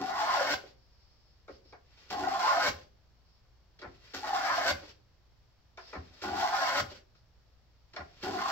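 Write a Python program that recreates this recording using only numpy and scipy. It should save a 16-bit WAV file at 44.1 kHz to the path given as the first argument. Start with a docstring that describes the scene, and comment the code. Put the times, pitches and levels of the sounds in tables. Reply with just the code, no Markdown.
"""A wooden plough plane cuts a groove along a board on a workbench, five strokes in a small timber-lined shop.
Snapping fibres are a train of impulses, ever faster along the stroke: they excite the board's modes,
shake plane and bench in a judder and hiss in the shaving, while the iron briefly chatters on single notes.
Between strokes decaying noise through resonances gives knocks and thuds, and shaped noise the rubbing wood.
Decaying reflections make the shop, over low rumble, a faint hum and hiss."""
import sys
import numpy as np
from scipy import signal
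from scipy.fft import rfft, irfft, next_fast_len
from scipy.io import wavfile
from scipy.ndimage import uniform_filter1d, map_coordinates

SR = 44100
rng = np.random.default_rng(int(sys.argv[2]) if len(sys.argv) > 2 else 0)


def bounce(signal):
    """Save signal as a 16-bit WAV file at the path given by the first command-line argument."""
    frames = np.transpose(np.atleast_2d(signal))
    limited = np.clip(frames, -1, 1)
    pcm = np.round(limited * 32767).astype(np.int16)
    wavfile.write(sys.argv[1], SR, pcm)


N = 375291

# Levels in the tables are relative: each source applies its own gain, and the shop filters the sum.
# strokes of the plane: iron bites t/s, length/s, stall before the board sings/s, board level/dB,
# shaving hiss level/dB, starting judder level/dB, starting judder length/s, bench thud at the end level/dB,
# run-out rub level/dB, run-out length/s
STROKES = [(-0.06, 0.6, 0.0096, -31.5, -42.5, -38, .11, -47, -56.5, 0.14),
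           (2.101, .587, .008, -30, -41.5, -43.5, 0.19, -37, -53.5, 0.11),
           (4.135, .575, 0.1034, -32, -42, -47.5, 0.056, -36.5, -55, 0.19),
           (6.217, .589, 0.017, -31, -41.5, -43.5, 0.21, -36.5, -54.5, 0.15),
           (8.226, 0.54, 0.0072, -31.5, -41, -40, 0.18, -36, -54, .16)]
# modes of the board: f/Hz, width/Hz, level/dB, place 0-1 where the iron drives it hardest,
# loss a whole stroke away/dB
BOARD_MODES = [(513, 31, -10.5, 0.97, 113.5), (527, 30, -9.5, 0.9, 90), (575.2, 11, -9, .8, 71),
               (659.5, 42, -4, 0.5, 25), (758, 50, 0.5, 0, 5.5), (846.4, 30, -4, 0.48, 16.5),
               (979, 62, -9, 0.5, 30.5), (1046, 34, 0, 0.5, 30), (1126, 35, -6, 0.4, 33),
               (1249, 47, -5, 0.6, 26), (1438.5, 27, -1, 0.5, 20.5), (1557, 55, -6, 0.8, 10),
               (1639, 86, -7, 0.68, 27), (1773, 19, -7.5, .85, 25.5), (1908, 31, -10.5, 0.6, 6.5),
               (2099, 90, -7.5, 0.7, 17.5), (2235, 170, -11.5, 1, 14.5)]
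# the iron catches and chatters on one note: t/s, level/dB, f/Hz
CATCHES = [(0.112, -24, 762.4), (0.175, -29, 1021), (0.311, -22, 1035), (0.414, -22.5, 549),
           (2.276, -17.5, 767), (2.403, -21, 766), (2.451, -19, 833), (2.49, -17.5, 1097),
           (2.506, -19, 1051), (2.53, -19, 814), (2.579, -19.5, 714.9), (4.235, -29.5, 820),
           (4.335, -19, 796), (4.347, -19.5, 771.7), (4.531, -23.5, 1042), (4.584, -21.5, 699),
           (4.708, -22, 565.7), (6.383, -22.5, 767), (6.545, -20.5, 780), (6.687, -24.5, 1023),
           (8.462, -23, 1095)]
# the plane is set down: fence touches t/s, length of its rub/s, rub level/dB, thud as the weight settles level/dB
LANDINGS = [(1.481, 0.033, -63.5, -51), (3.788, 0.069, -65.5, -45.5), (5.773, .192, -60.5, -39),
            (7.932, 0.068, -63.5, -44)]
CHATTER_HZ = 773  # the iron's usual note
LINGER_S = 0.45  # the hand is back at the near end this long before the next bite


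def amp(db):
    """Level to amplitude ratio: 20 dB is a factor of ten."""
    return 10 ** (np.asarray(db) / 20)


def unit(x):
    """Normalise to an rms of 1."""
    return x / np.sqrt(np.mean(x ** 2) + 1e-20)


def along(points, hz):
    """Interpolate (f/Hz, value) points on a logarithmic frequency axis."""
    f, value = np.transpose(points)
    return np.interp(np.log(hz + 1), np.log(f), value)


def clock():
    """Time of every sample in seconds."""
    return np.arange(N) / SR


def gate(spans, edge):
    """A trapezoidal envelope: one inside the spans, with ramps of edge seconds, zero elsewhere."""
    t = clock()
    return sum(np.clip((t - a) / edge, 0, 1) * np.clip((b - t) / edge + 1, 0, 1) for a, b in spans)


def wobble(rate):
    """Low-frequency random modulation: a smooth curve through rate random knots a second."""
    knots = rng.standard_normal(int(N * rate / SR) + 4)
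    fine = np.arange(0, len(knots) - 1, 1 / 10)
    return np.interp(clock() * rate, fine, map_coordinates(knots, [fine]))


def add(track, s, sound):
    """Superpose a sound on a track at time s."""
    part = track[max(round(s * SR), 0):][:len(sound)]
    part += sound[:len(part)]


def filtered(x, response):
    """Linear filtering: the spectrum of x times a response of frequency."""
    n = x.shape[-1]
    padded = next_fast_len(n + SR // 4, True)
    return irfft(rfft(x, padded) * response(np.fft.rfftfreq(padded, 1 / SR)), padded)[..., :n]


def coloured(x, spectrum):
    """Spectral shaping of x by (f/Hz, level/dB) points, to rms 1."""
    return unit(filtered(x, lambda hz: amp(along(spectrum, hz))))


def ring(force, modes):
    """Modal superposition: a force drives parallel damped resonators (f/Hz, width/Hz, level/dB)."""
    def response(f):
        total = 0
        for k, (centre, width, db) in enumerate(modes):
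            damping = 1j * f * width
            total = total + (-1) ** k * amp(db) * damping / (centre * centre - f * f + damping)
        return total
    return filtered(force, response)


def band(x, lo_hz, hi_hz, order=2):
    """Causal Butterworth band-pass."""
    sos = signal.butter(order, [lo_hz, min(hi_hz, SR * 0.49)], "bandpass", fs=SR, output="sos")
    return signal.sosfilt(sos, x)


def spread(pair, alike):
    """Interaural coherence: two unrelated signals become left and right with a given likeness."""
    def weights(hz):
        turn = np.arccos(np.clip(along(alike, hz), -1, 1)) / 2
        return np.array([np.cos(turn), np.sin(turn)])
    mid, side = filtered(pair, weights)
    return np.array([mid + side, mid - side])


def nearest(table, lead):
    """Per sample, the columns of the row under way; a row takes over lead seconds before its time."""
    rows = np.array(table)
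    return rows[np.searchsorted(rows[1:, 0] - lead, clock())].T


def travel():
    """Uniform motion along the board, place 0-1: the plane waits at the near end, then crosses in one stroke."""
    bite, length, *_ = nearest(STROKES, lead=LINGER_S)
    return np.clip((clock() - bite) / length, 0, 1)


def air():
    """Stationary background noise: low rumble and faint hiss, with a hum that wavers in level and phase."""
    # hum tones: f/Hz, level/dB
    tones = [(59, -72), (118, -80)]
    # spectrum of the still air: f/Hz, level/dB per Hz
    air_spectrum = [(20, -5.5), (42, 0), (60, -4.5), (85, -0.5), (120, -7.5), (160, -12), (240, -19.5),
                    (700, -20.5), (2500, -28.5), (5000, -26.5), (9000, -25), (15000, -25.5)]
    # left-right coherence of the air: f/Hz, likeness
    likeness = [(30, 0.13), (100, 0.76), (400, .6), (1500, 0.38), (4000, 0)]
    hum = 0
    for hz, db in tones:
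        level = amp(db + 1.7 * wobble(12)) * np.sqrt(2)
        hum = hum + level * np.sin(2 * np.pi * hz * clock() + 0.5 * wobble(4))
    noise = spread(rng.standard_normal((2, N)), likeness)
    return hum + amp(-65.5) * coloured(noise, air_spectrum)


def shop_answer(near_db=-5, near_t60=0.077, far_db=-9):
    """Impulse response from one spot on the bench: direct sound, fast near walls, slower reverberant room."""
    # decay of the room: f/Hz, t60/s
    decay_times = [(80, 0.58), (250, 0.53), (900, 0.31), (4000, 0.19), (12000, 0.26)]
    # stereo width of the shop: f/Hz, side minus mid level/dB
    side_levels = [(80, -22), (200, -19), (380, -8), (700, -4.5), (1300, -4.5), (2400, -2), (4400, -1),
                   (8000, -4)]
    count = SR // 2
    hz, t, z = signal.stft(rng.standard_normal((2, 2, count)), SR, nperseg=256)
    near_decay = amp(-60 * t / near_t60)
    far_decay = amp(-60 * t / along(decay_times, hz)[:, None])
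    near = signal.istft(z[0] * near_decay, SR, nperseg=256)[1]
    far = signal.istft(z[1] * far_decay, SR, nperseg=256)[1]
    walls = (amp(near_db) * unit(near) + amp(far_db) * unit(far)) / np.sqrt(count)
    delay = SR // 500  # the first reflection comes 2 ms late
    paths = rfft(np.pad(walls, ((0, 0), (delay, 0))), SR)  # mid and side
    paths[0] += 1  # the direct path
    paths /= np.sqrt(uniform_filter1d(np.abs(paths) ** 2, size=70))  # cluttered walls favour no single note
    mid = paths[0]
    side = paths[1] * amp(along(side_levels, np.fft.rfftfreq(SR, 1 / SR)))
    return irfft([mid + side, mid - side], SR)[:, :count]


def shop(x, place, count=5, lead=0.0001):
    """Moving source: crossfaded impulse responses along the board; sound leads at the left port by lead s."""
    spots = np.arange(count)[:, None]
    shares = np.maximum(1 - np.abs(place * (count - 1) - spots), 0) ** 0.72
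    pair = 0
    for share in shares:
        pair = pair + signal.oaconvolve((x * share)[None], shop_answer(), axes=1)[:, :N]
    ears = np.array([[1], [-1]])
    timed = filtered(pair, lambda f: np.exp(1j * np.pi * f * lead * ears))
    return timed * amp([[0.4], [-0.4]])  # dB, left and right


def brushing():
    """Friction noise: a thin hiss swells and fades as the plane's side grazes the board on the way back, and as
    its fence rubs while it is set down."""
    # grazes: t/s, length/s, level/dB
    grazes = [(0.738, .72, -74.5), (1.504, 0.071, -66), (1.64, 0.089, -67.5), (3.237, 0.17, -76),
              (5.781, 0.16, -61), (7.15, .05, -74)]
    # spectrum of the graze: f/Hz, level/dB per Hz
    graze_spectrum = [(1000, -18), (3700, -8), (4500, -2), (5200, 4), (6200, -10.5), (15000, -17.5)]
    t = clock()
    level = 0
    for s, length, db in grazes:
        offset = 2 * (t - s) / length - 1  # -1 to 1 across the graze
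        level = level + amp(db) * np.sqrt(np.maximum(1 - offset ** 2, 0))
    return level * coloured(rng.standard_normal(N) * amp(1.2 * wobble(37)), graze_spectrum)


def thuds(settle_t60=0.19):
    """Resonance of a heavy frame: the bench rocks when the iron lets go and when the plane's weight lands."""
    # modes of the bench frame: f/Hz, width/Hz, level/dB
    bench_modes = [(70, 19, 6), (94.5, 34, 2), (134, 37, -4), (286, 220, -8)]
    out, t = np.zeros(N), np.arange(SR // 3) / SR
    releases = [(s + length, db) for s, length, *_, db, _, _ in STROKES]
    settlings = [(s + length, db) for s, length, _, db in LANDINGS]
    for s, db in releases + settlings:
        shove = rng.standard_normal(len(t)) * amp(-60 * t / settle_t60)
        rock = band(ring(shove, bench_modes), 50, 530)
        add(out, s - 0.008, amp(db) * rock / np.abs(rock).max())
    return out


def knocks(tick_t60=0.045, rise=0.00061, rattle_db=2):
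    """Impact excitation: wood meets wood in a scuffing blow, heard as board ring, hollow body and dry tick."""
    # plane lifted or set down: t/s, board level/dB, hollow level/dB, tick level/dB, t60 of the scuff/s
    blows = [(0.638, -54, -46.5, -61, 0.056), (1.48, -41, -49.5, -59, 0.13), (1.493, -49, -43, -66, 0.049),
             (1.653, -74, -60, -68, 0.15), (1.726, -42, -51, -57, .13), (3.792, -55, -58.5, -49.5, 0.13),
             (3.818, -37.5, -45, -44.5, 0.13), (3.843, -35, -48, -66, .11), (4.826, -46, -49, -62, 0.11),
             (5.776, -34, -55, -47.5, 0.13), (5.929, -31.5, -45.5, -55, 0.09),
             (5.952, -30.5, -44.5, -51, 0.086), (6.913, -47.5, -47.5, -64, .08),
             (7.152, -61.5, -72.5, -63, 0.072), (7.936, -47, -54, -48.5, 0.21),
             (7.964, -28.5, -51, -39, 0.13), (8.004, -32.5, -46.5, -66, 0.067)]
    # the iron meets the end grain: board level/dB, hollow level/dB, tick level/dB, t60/s
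    end_grain = (-37, -47.5, -39, 0.34)
    body_modes = [(293.2, 33, -5.0), (388.7, 44, 1.0), (563, 77, -2.0)]  # f/Hz, width/Hz, level/dB
    # the flat sole damps the board
    damped = [(hz, 2 * width, level / 2) for hz, width, level, *_ in BOARD_MODES]
    bites = [(bite + 0.002, *end_grain) for bite, *_ in STROKES if bite > 0]
    out, t = np.zeros(N), np.arange(SR // 4) / SR

    def peaked(x):
        return x / np.abs(x).max()

    for s, db, hollow_db, tick_db, t60 in [*blows, *bites]:
        steps = amp(rattle_db * rng.standard_normal(len(t)))
        rattle = np.repeat(steps, SR // 400)[:len(t)]  # a new level about 400 times a second
        contact = rng.standard_normal(len(t)) * rattle * (1 - np.exp(-t / rise))
        blow = contact * amp(-60 * t / t60)
        board = peaked(band(ring(blow, damped), 410, 2200, order=1))
        hollow = peaked(band(ring(blow, body_modes), 120, 700))
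        tick = peaked(band(contact * amp(-60 * t / tick_t60), 1400, 6200))
        sound = amp(db - 3.0) * board + amp(hollow_db + 2.5) * hollow + amp(tick_db + 5) * tick
        add(out, s - 0.002, sound)
    return out


def sliding():
    """Friction of wood on wood: finely modulated noise as the plane lands, slides to the start and runs out."""
    # spectrum of the sliding sole: f/Hz, level/dB per Hz
    sole_spectrum = [(200, -5.5), (450, 4), (900, -0.5), (1600, 3), (3200, 2), (4700, 2.5), (7000, 2),
                     (15000, -5)]
    settle_db_per_s = 137  # the rub dies once the plane has settled
    approach_db, approach_db_per_s = -56, 77.5  # level at the bite, rise towards it
    run_out_db_per_s = 300  # how fast sole and loose shaving fall quiet after the run-out
    t = clock()
    touch, rubs, fence_db, _ = nearest(LANDINGS, lead=0)
    bite, length, *_, run_out_db, runs_on = nearest(STROKES, lead=LINGER_S)
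    past = t - bite - length
    landing = (t > touch) * amp(fence_db - settle_db_per_s * np.maximum(t - touch - rubs, 0))
    approach = (t < bite) * amp(approach_db - approach_db_per_s * np.abs(bite - t))
    run_out = (past > 0) * amp(run_out_db - run_out_db_per_s * np.maximum(past - runs_on, 0))
    rub = rng.standard_normal(N) * amp(1.7 * wobble(76) + 1.8 * wobble(24))
    return (landing + approach + run_out) * coloured(rub, sole_spectrum)


def chatter(length=0.015, gain_db=-6):
    """Self-excited oscillation: the iron locks on to one note for about a dozen cycles, as a decaying sine."""
    out, t = np.zeros(N), np.arange(int(length * SR)) / SR
    swell = np.sqrt(np.sin(np.pi * t / length))
    for s, db, hz in CATCHES:
        level = amp(db + gain_db - 170 * t)
        add(out, s - 0.005, level * swell * np.sin(2 * np.pi * hz * t))
    return out


def chatter_pitch(place):
    """Frequency pulling: the iron's note sags towards the far end; a catch pulls it to its own note."""
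    sag_from, sag_hz = 0.68, 280  # place 0-1 where the note starts to fall, its fall by the far end
    lock_s = 0.039  # how long a catch holds another note
    t = clock()[::100]  # the pitch moves slowly
    s, _, hz = np.transpose(CATCHES)
    pull = np.exp(-((t[:, None] - s) / lock_s) ** 2)
    sag = np.interp(np.interp(t, clock(), place), [sag_from, 1], [0, 1])
    usual = CHATTER_HZ - sag_hz * sag
    shift = (pull * (hz - usual[:, None])).sum(1) / np.maximum(pull.sum(1), 1)
    return np.interp(clock(), t, usual + shift)


def fractures(rate, scatter, size_db):
    """Impulse train of fracture: fibres snap rate times a second, scattered in time and size; even power."""
    count = np.cumsum(rate) / SR
    chance = rng.standard_normal((int(count[-1]), 2))
    turns = np.arange(len(chance)) + scatter * chance[:, 0]
    at = np.searchsorted(count, turns).clip(0, N - 1)
    snaps = np.bincount(at, amp(size_db * chance[:, 1]), N) / np.sqrt(rate)
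    return unit(snaps - snaps.mean())


def board_ring(force, place, chatter_hz, lock_db=6, lock_octaves=0.29, shift_db=3):
    """Modal excitation: a mode answers most with the iron near its antinode and chattering near its pitch."""
    brighten_db = 3  # gain of the upper modes, per octave, from the near end to the far end
    shares, rings = [], []
    for k, (hz, width, db, best, loss) in enumerate(BOARD_MODES):
        locked = lock_db * np.exp(-(np.log2(chatter_hz / hz) / lock_octaves) ** 2)
        bright = brighten_db * (place - 0.5) * max(np.log2(hz / CHATTER_HZ), 0)
        off_antinode = loss * (place - best) ** 2
        shares.append(amp(db - off_antinode + locked + bright + shift_db * wobble(22)))
        rings.append((-1) ** k * unit(band(force, hz - width / 2, hz + width / 2, order=1)))
    return np.sum(np.multiply(shares, rings), axis=0) / np.linalg.norm(shares, axis=0)


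def cutting(place):
    """Fracture-driven vibration: tearing fibres drive board, plane and shaving; speed sets rates and levels."""
    # plane and bench top shaking together: f/Hz, width/Hz, level/dB
    judder_modes = [(86, 17, -7), (204, 33, -10), (280.7, 24, 0), (399, 50, -3.5)]
    # spectrum of the shaving: f/Hz, level/dB per Hz
    shaving_spectrum = [(300, -24), (600, -11.5), (1500, 5), (2200, -1.5), (2700, 0.5), (4000, 1),
                        (5500, 1.5), (8000, 4.5), (15000, -2.5)]
    slow_board_db, slow_hiss_db = -11, -12  # board and shaving at rest, against full speed
    bite_hiss_db, bite_s = 9, 0.034  # the shaving starts with a rasp that dies in this time
    exit_hiss_db, exit_s = 4.5, 0.055  # and tears off the far end over this time
    running_judder_db, exit_judder_db = -54.5, 10  # judder once under way, its rise at the far end
    judder_fade_s = 0.018
    silent_db, swell_s = -14, 0.004  # the board during the stall, and how fast it then starts to sing

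    bite, length, stall, board_db, hiss_db, start_db, judder_s, *_ = nearest(STROKES, lead=LINGER_S)
    age = clock() - bite
    speed = np.sin(np.pi / 2 * place)  # rates and levels rise along the board, fast at first, then levelling off
    entering = np.exp(-(age / bite_s) ** 2)
    leaving = np.exp(-(np.maximum(length - age, 0) / exit_s) ** 2)
    stalled = np.clip((stall - age) / swell_s + 1, 0, 1)
    starting = (1 - np.tanh((age - judder_s) / judder_fade_s)) / 2
    board_db = board_db + slow_board_db * (1 - speed) ** 1.25 + silent_db * stalled
    hiss_db = hiss_db + slow_hiss_db * (1 - speed) + bite_hiss_db * entering + exit_hiss_db * leaving
    judder_db = start_db * starting + running_judder_db * (1 - starting) + exit_judder_db * leaving
    biting = gate([(s, s + lasts) for s, lasts, *_ in STROKES], edge=0.008)

    grain = amp(1.0 * wobble(70) + 1.2 * wobble(20))  # hard and soft wood pass under the iron
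    force = grain * fractures(260 + 900 * speed, scatter=1.2, size_db=0.5)
    ringing = board_ring(force, place, chatter_pitch(place))
    board = unit(band(ringing, 400, 3200)) * amp(board_db - 1)

    skips = fractures(np.full(N, 280.0), scatter=0.6, size_db=3)  # the whole plane skips at a steady mean rate
    judder = unit(band(ring(skips, judder_modes), 50, 810)) * amp(judder_db - 3.0)

    crackle = fractures(700 + 1800 * speed, scatter=2, size_db=5.0)
    curl = amp(1.4 * wobble(25))  # the shaving curls and breaks unevenly
    tearing = grain * curl * (crackle + 0.5 * rng.standard_normal(N))
    hiss = coloured(tearing, shaving_spectrum) * amp(hiss_db + 7.0)
    return biting * (board + judder + hiss)


def scene():
    """Superposition: every source on the bench sounds through the shop, over the still air."""
    place = travel()
    bench = cutting(place) + chatter() + sliding() + brushing() + knocks() + thuds()
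    return shop(bench, place) + air()


def record(dry):
    """Port response: each microphone port colours the treble its own way; nothing passes the band limit."""
    # colour of the two ports, with a deep notch: f/Hz, left level/dB, right level/dB
    port_colours = np.array([(2470, 2, 2), (3814, 1, 1), (4640, 0, 6.5), (5454, 5, -3), (6720, -9, -22),
                             (7330, -5.5, -16), (8290, -21.5, -44.5), (8700, -53.5, -54),
                             (10320, -21.5, -37), (12500, -15, -21), (15430, -11.5, -22.5)])
    top_hz = 15800
    left, right = port_colours[:, [0, 1]], port_colours[:, [0, 2]]
    return filtered(dry, lambda hz: amp([along(left, hz), along(right, hz)]) * (hz < top_hz))


dry = scene()
out = record(dry)
bounce(out)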